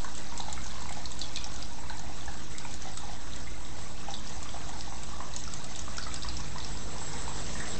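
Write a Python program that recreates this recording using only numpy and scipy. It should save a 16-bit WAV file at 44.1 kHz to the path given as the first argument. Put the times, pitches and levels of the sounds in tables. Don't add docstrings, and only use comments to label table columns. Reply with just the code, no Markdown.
import sys
import numpy as np
from scipy import signal
from scipy.fft import rfft, irfft, next_fast_len
from scipy.io import wavfile
from scipy.ndimage import uniform_filter1d, map_coordinates

SR = 44100
rng = np.random.default_rng(int(sys.argv[2]) if len(sys.argv) > 2 else 0)


def unload_wav(signal):
    wavfile.write(
        sys.argv[1],
        SR,
        np.round(np.clip(np.atleast_2d(signal).T, -1, 1) * 32767).astype(np.int16),
    )


N = 343539

# (time [s], peak level [dB], pitch [Hz])
AIR_POCKETS = [(.046, -31.5, 1024), (.0463, -36.5, 1500), (.322, -35, 955), (.4, -30, 810),
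               (.484, -31, 833), (.5771, -35.5, 1270), (.578, -37, 2070), (.66, -38.5, 900),
               (.721, -41, 966), (.756, -37.5, 1040), (.782, -38, 1035), (.82, -36.5, 956),
               (.857, -33.5, 972), (.8914, -37, 2150), (.907, -34.5, 766), (.972, -36.5, 767),
               (1.3738, -32, 2420), (1.463, -37, 793), (1.786, -37.5, 850), (1.836, -38.5, 965),
               (1.8991, -35, 1530), (1.905, -33, 850), (1.996, -34.5, 790), (2.097, -37, 715),
               (2.278, -35, 794), (2.2822, -36.5, 1660), (2.3421, -40.5, 1520), (2.55, -39, 2040),
               (2.651, -33.5, 886), (2.6514, -36, 2344), (2.855, -36.5, 746), (2.871, -34.5, 778),
               (2.974, -36.5, 1255), (3.035, -34, 820), (3.095, -36, 730), (3.473, -39, 2030),
               (4.086, -27.5, 820), (4.457, -37, 1150), (4.544, -34, 730), (4.562, -35.5, 800),
               (4.693, -33.5, 754), (4.734, -36.5, 856), (4.759, -36, 844), (4.877, -38.5, 826),
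               (4.923, -34.5, 923), (5.135, -37, 1148), (5.205, -30.5, 1000), (5.4774, -35.5, 1302),
               (5.88, -34, 1140), (5.982, -34.5, 1330), (5.9838, -33, 1490), (6.068, -33, 1240),
               (6.248, -31.5, 1085), (6.399, -34.5, 960), (6.56, -33, 970), (6.5829, -38, 1920),
               (6.961, -38.5, 923), (7.016, -34, 850), (7.137, -34.5, 835), (7.279, -30, 890),
               (7.293, -39, 1010), (7.36, -39, 860), (7.5547, -36.5, 1783), (7.6046, -30, 1810),
               (7.62, -33.5, 1790)]


def gurgling():
    time_s, peak_db, pitch_hz = np.transpose(AIR_POCKETS)
    cycles = 6.9 * (pitch_hz / 800) ** 0.88
    pockets = bubbles(time_s - .002, peak_db, pitch_hz, cycles, rise=0.042)
    slosh_band = [(300, -20.0), (600, 14), (1800, 12.0), (3500, -2.0), (9000, -6.5)]  # (frequency [Hz], gain [dB])
    puffs = bursts(time_s, peak_db - 7, t60_s=0.031, size=1400)
    slosh = filtered(puffs, lambda hz: amp(along(slosh_band, hz)))
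    followers = spray(time_s, peak_db, pitch_hz, cycles=12.8, spread=0.29, count=3)
    small = swarm(count=700, mid_hz=866.0, spread=0.171, db=-49.5, scatter_db=2.0, cycles=7.65, size=900)
    smaller = swarm(count=400, mid_hz=1701, spread=0.308, db=-50, scatter_db=0.0, cycles=20.3, size=700)
    return pockets + slosh + followers + small + smaller


# (time [s], peak level [dB], bubble pitch [Hz])
DROPLETS = [(0.045, -30, 7240), (0.151, -27.5, 8000), (.18, -26, 7570), (.377, -22.5, 7680),
            (0.4045, -26, 3800), (0.4983, -32.5, 3900), (0.5281, -21.5, 7340), (0.642, -30, 6200),
            (0.6655, -27.5, 6100), (0.7103, -32.5, 4120), (.808, -35, 7300), (.823, -30.5, 7630),
            (.894, -28.5, 7550), (.925, -25, 7730), (1.0569, -25, 4160), (1.118, -26.5, 7530),
            (1.193, -25, 7300), (1.2159, -20.5, 4110), (1.3602, -22, 3810), (1.361, -24.5, 6100),
            (1.3717, -25, 4280), (1.4432, -23.5, 5570), (1.541, -31.5, 6500), (1.5617, -28.5, 6400),
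            (1.626, -26, 4820), (1.8983, -31, 4080), (1.972, -33, 7800), (1.9826, -35.5, 4000),
            (1.995, -29.5, 6370), (2.21, -35, 3600), (2.26, -33, 6200), (2.583, -23.5, 7730),
            (2.7092, -31.5, 7840), (2.7408, -27.5, 6760), (2.822, -29.5, 5870), (2.9742, -22, 7720),
            (3.3228, -39, 3830), (3.335, -33, 3700), (3.362, -29.5, 7600), (3.65, -35.5, 3670),
            (4.1069, -29.5, 5800), (4.14, -24.5, 3730), (4.274, -30, 5000), (4.295, -30, 6700),
            (4.4294, -26.5, 7240), (4.491, -33, 3270), (4.692, -31.5, 7430), (5.0343, -26.5, 7570),
            (5.3381, -30, 4070), (5.364, -21, 6620), (5.4003, -30, 6460), (5.439, -26.5, 5870),
            (5.478, -30, 5400), (5.538, -22, 7500), (5.644, -25.5, 7830), (5.751, -32.5, 3550),
            (5.7602, -23.5, 7560), (5.793, -23, 6300), (5.9698, -27.5, 6500), (5.9818, -24.5, 5400),
            (6.0267, -28.5, 4650), (6.0363, -29.5, 4370), (6.1424, -20, 7940), (6.1614, -26.5, 5000),
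            (6.224, -28.5, 3780), (6.2332, -27, 4900), (6.2876, -24, 4800), (6.3692, -25, 5370),
            (6.4047, -29, 5800), (6.584, -28, 4930), (6.6035, -31, 3720), (6.6275, -31.5, 3920),
            (6.6473, -25.5, 5360), (6.773, -31, 5000), (6.983, -31, 5500), (7.1328, -29, 5630),
            (7.222, -30, 7400), (7.363, -37, 6800), (7.405, -31.5, 7300)]


def dripping():
    time_s, peak_db, pitch_hz = np.transpose(DROPLETS)
    tick = bursts(time_s, peak_db, t60_s=0.019, size=900)
    tick = filtered(tick, lambda hz: np.clip(hz / 3500, 0, 1) ** 2)
    trapped = bubbles(time_s - .0006, peak_db, pitch_hz, 9.9, rise=0.021, size=400)
    followers = spray(time_s, peak_db - 3.5, pitch_hz, cycles=21.6, spread=0.5, count=6)
    tiny = swarm(count=2500, mid_hz=5960, spread=0.376, db=-45, scatter_db=3.5, cycles=5.66, size=200)
    tiny = tiny * amp(2.3 * splashing_db())
    foam_pops = swarm(count=900, mid_hz=8130, spread=0.061, db=-39, scatter_db=1, cycles=5.9, size=200)
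    return tick + trapped + followers + tiny + foam_pops


# (time [s], peak level [dB])
SNAP_HITS = [(0.0455, -33), (1.2147, -23), (1.265, -33), (3.134, -30), (4.8095, -20), (5.9838, -19),
             (7.466, -26)]


def snapping():
    time_s, peak_db = np.transpose(SNAP_HITS)
    return bubbles(time_s, peak_db, np.full(len(time_s), 4000), 2.2, rise=.5, size=100)


# (frequency [Hz], relative density [dB per Hz])
RUSH_SPECTRUM = [(150, -57), (330, -8.5), (480, -1.5), (820, -2.5), (1200, -4.5), (2000, -5), (2700, -13.5),
                 (3600, -25.5), (8000, -120)]
FIZZ_SPECTRUM = [(1200, -69.5), (2500, -2.5), (3100, -2.5), (3880, 3), (4600, -2.5), (6300, 3), (7100, -4),
                 (8600, -8.5), (9600, -11)]
FOAM_SPECTRUM = [(5000, -45), (7000, -15), (7600, 12), (8200, 7), (9600, -18)]


def stream():
    surge_db = wobble(28)
    rush_db = bed_db(-52, near=0.91, splash=.3) + surge_db
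    fizz_db = bed_db(-49.5, near=0.69, splash=0.81) + surge_db
    foam_db = bed_db(-58, near=2.05, splash=.2) + 0.46 * surge_db + 0.43 * wobble(40)
    rush = amp(rush_db) * noise(RUSH_SPECTRUM, patchy_db=1.3)
    fizz = amp(fizz_db) * noise(FIZZ_SPECTRUM, patchy_db=1.57)
    foam = amp(foam_db) * noise(FOAM_SPECTRUM, patchy_db=4.0)
    return rush + fizz + foam


# (frequency [Hz], relative density [dB per Hz])
COLUMN_SPECTRUM = [(250, -60.5), (390, -8.5), (450, 0), (540, -8), (800, -60)]


def column_roar():
    return amp(bed_db(-73.5, near=3.2, splash=0)) * noise(COLUMN_SPECTRUM, patchy_db=1.5)


# (time [s], level [dB])
SPLASH_CURVE = [(0, 0.5), (.45, 0.5), (1.4, 0.7), (1.8, -1.5), (2.85, 0), (3.6, -1.5), (4.6, 0),
                (5.3, -0.3), (6.15, 0), (6.7, -1.4), (7.79, 2.1)]


def splashing_db():
    return curves(SPLASH_CURVE)[0]


# (time [s], distance [m])
MIC_DISTANCE = [(0, 0.94), (5.2, 0.86), (6.3, 0.7), (7, 0.56), (7.79, 0.46)]


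def nearness_db():
    return -20 * np.log10(curves(MIC_DISTANCE)[0])


def bed_db(rms_db_at_1m, near, splash):
    return rms_db_at_1m + near * nearness_db() + splash * splashing_db()


# (multiple of mains [1], rms level [dB])
HUM_HARMONICS = [(2, -57.5), (3, -64), (4, -57.5), (6, -60), (7, -67), (9, -71), (13, -67), (23, -66)]


def mains_hum():
    mains_hz, t = 50, np.arange(N) / SR
    hum = np.zeros(N)
    for multiple, rms_db in HUM_HARMONICS:
        phase = 2 * np.pi * multiple * mains_hz * t + 0.27 * wobble(3.3)
        hum += amp(rms_db + 2.2 * wobble(2.755)) * np.sin(phase)
    return np.sqrt(2) * amp(0.78 * nearness_db()) * hum


# (time [s], pitch [Hz], rms level [dB])
IMPELLER = [(0, 65.45, -72), (.6, 64, -45.5), (2, 63, -51.5), (2.6, 60.64, -53), (5.8, 60, -50),
            (6.4, 60.8, -45.5), (6.9, 59.2, -54), (7.3, 60.8, -44.5), (7.79, 60, -55)]


def impeller_drone():
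    pitch_hz, rms_db = curves(IMPELLER)
    phase = 2 * np.pi * np.cumsum(pitch_hz) / SR + 0.4 * wobble(2.5)
    return np.sqrt(2) * amp(rms_db + 0.6 * wobble(1.1)) * np.sin(phase)


def panel_buzz():
    phase = 2 * np.pi * 145.5 * np.arange(N) / SR + 0.69 * wobble(5.4)
    rms_db = -59.5 + 2.1 * wobble(4) + 1.5 * nearness_db()
    return np.sqrt(2) * amp(rms_db) * np.sin(phase)


# (frequency [Hz], relative density [dB per Hz])
RUMBLE_SPECTRUM = [(12, -16.5), (22, -10.5), (32, -3), (50, -1.5), (80, -9.5), (120, -13), (146, -10.5),
                   (175, -16), (260, -15), (380, -23), (600, -30.5), (1500, -120)]


def cabinet_rumble():
    return amp(bed_db(-45, near=0.62, splash=.05)) * noise(RUMBLE_SPECTRUM, patchy_db=0.5)


# (frequency [Hz], t60 [s])
ROOM_T60 = [(500, 0.18), (2500, 0.42), (8000, 0.017)]


def room(x):
    out, step = np.zeros(N + SR), SR // 4
    for start in range(0, N, step):
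        hz, t, z = signal.stft(rng.standard_normal(SR // 3), SR, nperseg=256)
        decay_db = -60 * t / along(ROOM_T60, hz)[:, None]
        tail = signal.istft(z * amp(decay_db), SR, nperseg=256)[1]
        wet = signal.fftconvolve(x[start:start + step], tail / np.linalg.norm(tail))
        out[start + 100:][:len(wet)] += wet
    return out[:N]


def bubbles(time_s, peak_db, hz, cycles, rise, size=1400):
    t = np.arange(size) / SR
    lives = t * (hz / cycles)[:, None]
    shape = (np.e * 3 * lives * np.exp(-3 * lives)) ** 2.0
    ring = np.sin(2 * np.pi * hz[:, None] * t * (1 + rise * lives / 2))
    return placed(time_s, amp(peak_db)[:, None] * shape * ring)


def bursts(time_s, db, t60_s, size):
    t = np.arange(size) / SR
    shape = amp(-60 * t / t60_s) * (1 - np.exp(-t / 0.00094))
    return placed(time_s, amp(db)[:, None] * shape * rng.standard_normal((len(time_s), size)))


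def placed(time_s, waves):
    size = waves.shape[1]
    at = (time_s * SR).astype(int)[:, None] + np.arange(size)
    return np.bincount(at.ravel(), waves.ravel(), N + size)[:N]


def swarm(count, mid_hz, spread, db, scatter_db, cycles, size):
    when, chance = rng.random((count, 2)).T
    hz = np.clip(mid_hz * np.exp(spread * rng.standard_normal(count)), 450, 8500)
    peak_db = np.minimum(db - scatter_db * np.log(chance), db + 5.5)
    return bubbles(when * N / SR, peak_db, hz, cycles, rise=0.1, size=size)


def spray(time_s, db, hz, cycles, spread, count):
    late, detune, weakness = np.transpose(rng.random((len(time_s), count, 3)), (2, 0, 1))
    delay_s = .004 + .07 * late ** 1.5
    peak_db = db[:, None] - 7 - 110 * delay_s - 8 * weakness
    pitch_hz = np.clip(hz[:, None] * np.exp(spread * (detune - .5)), 450, 8500)
    when_s = np.minimum(time_s[:, None] + delay_s, N / SR)
    return bubbles(when_s.ravel(), peak_db.ravel(), pitch_hz.ravel(), cycles, rise=.08, size=900)


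def noise(spectrum, patchy_db):
    z = signal.stft(rng.standard_normal(N), nperseg=512)[2]
    field = uniform_filter1d(rng.standard_normal(z.shape), size=8, axis=0)
    field = uniform_filter1d(field, size=6, axis=1)
    x = signal.istft(z * amp(patchy_db * unit(field)), nperseg=512)[1][:N]
    return unit(filtered(x, lambda hz: amp(along(spectrum, hz))))


def wobble(rate_hz):
    knots = rng.standard_normal(int(N * rate_hz / SR) + 4)
    return map_coordinates(knots, [np.arange(N) * rate_hz / SR])


def filtered(x, response):
    m = next_fast_len(N + SR // 2)
    return irfft(rfft(x, m) * response(np.fft.rfftfreq(m, 1 / SR)), m)[:N]


def along(points, hz):
    f, v = np.transpose(points)
    return np.interp(np.log(hz + 1), np.log(f + 1), v)


def curves(rows):
    time_s, *columns = np.transpose(rows)
    return [np.interp(np.arange(N) / SR, time_s, column) for column in columns]


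def amp(db):
    return 10 ** (np.asarray(db) / 20)


def unit(x):
    return x / np.sqrt(np.mean(x ** 2) + 1e-20)


def scene():
    low, high = gurgling(), dripping() + snapping()
    wet = room(amp(-9) * low + amp(-9.5) * high)
    water = low + high + wet + stream() + column_roar()
    pump = mains_hum() + impeller_drone() + panel_buzz()
    return (water + pump + cabinet_rumble())[None]


# (frequency [Hz], gain [dB])
MIC_RESPONSE = [(300, -1), (7700, -1.5), (8300, -7), (8800, -26.5), (9600, -60.5)]


def record(dry):
    top_hz = 8920
    x = filtered(dry[0], lambda hz: amp(along(MIC_RESPONSE, hz)) * (hz < top_hz))
    offset_start, offset_end, settle_s = .075, .048, 5.6
    offset = offset_end + (offset_start - offset_end) * np.exp(-np.arange(N) / SR / settle_s)
    return (x + offset)[None]


dry = scene()
out = record(dry)
unload_wav(out)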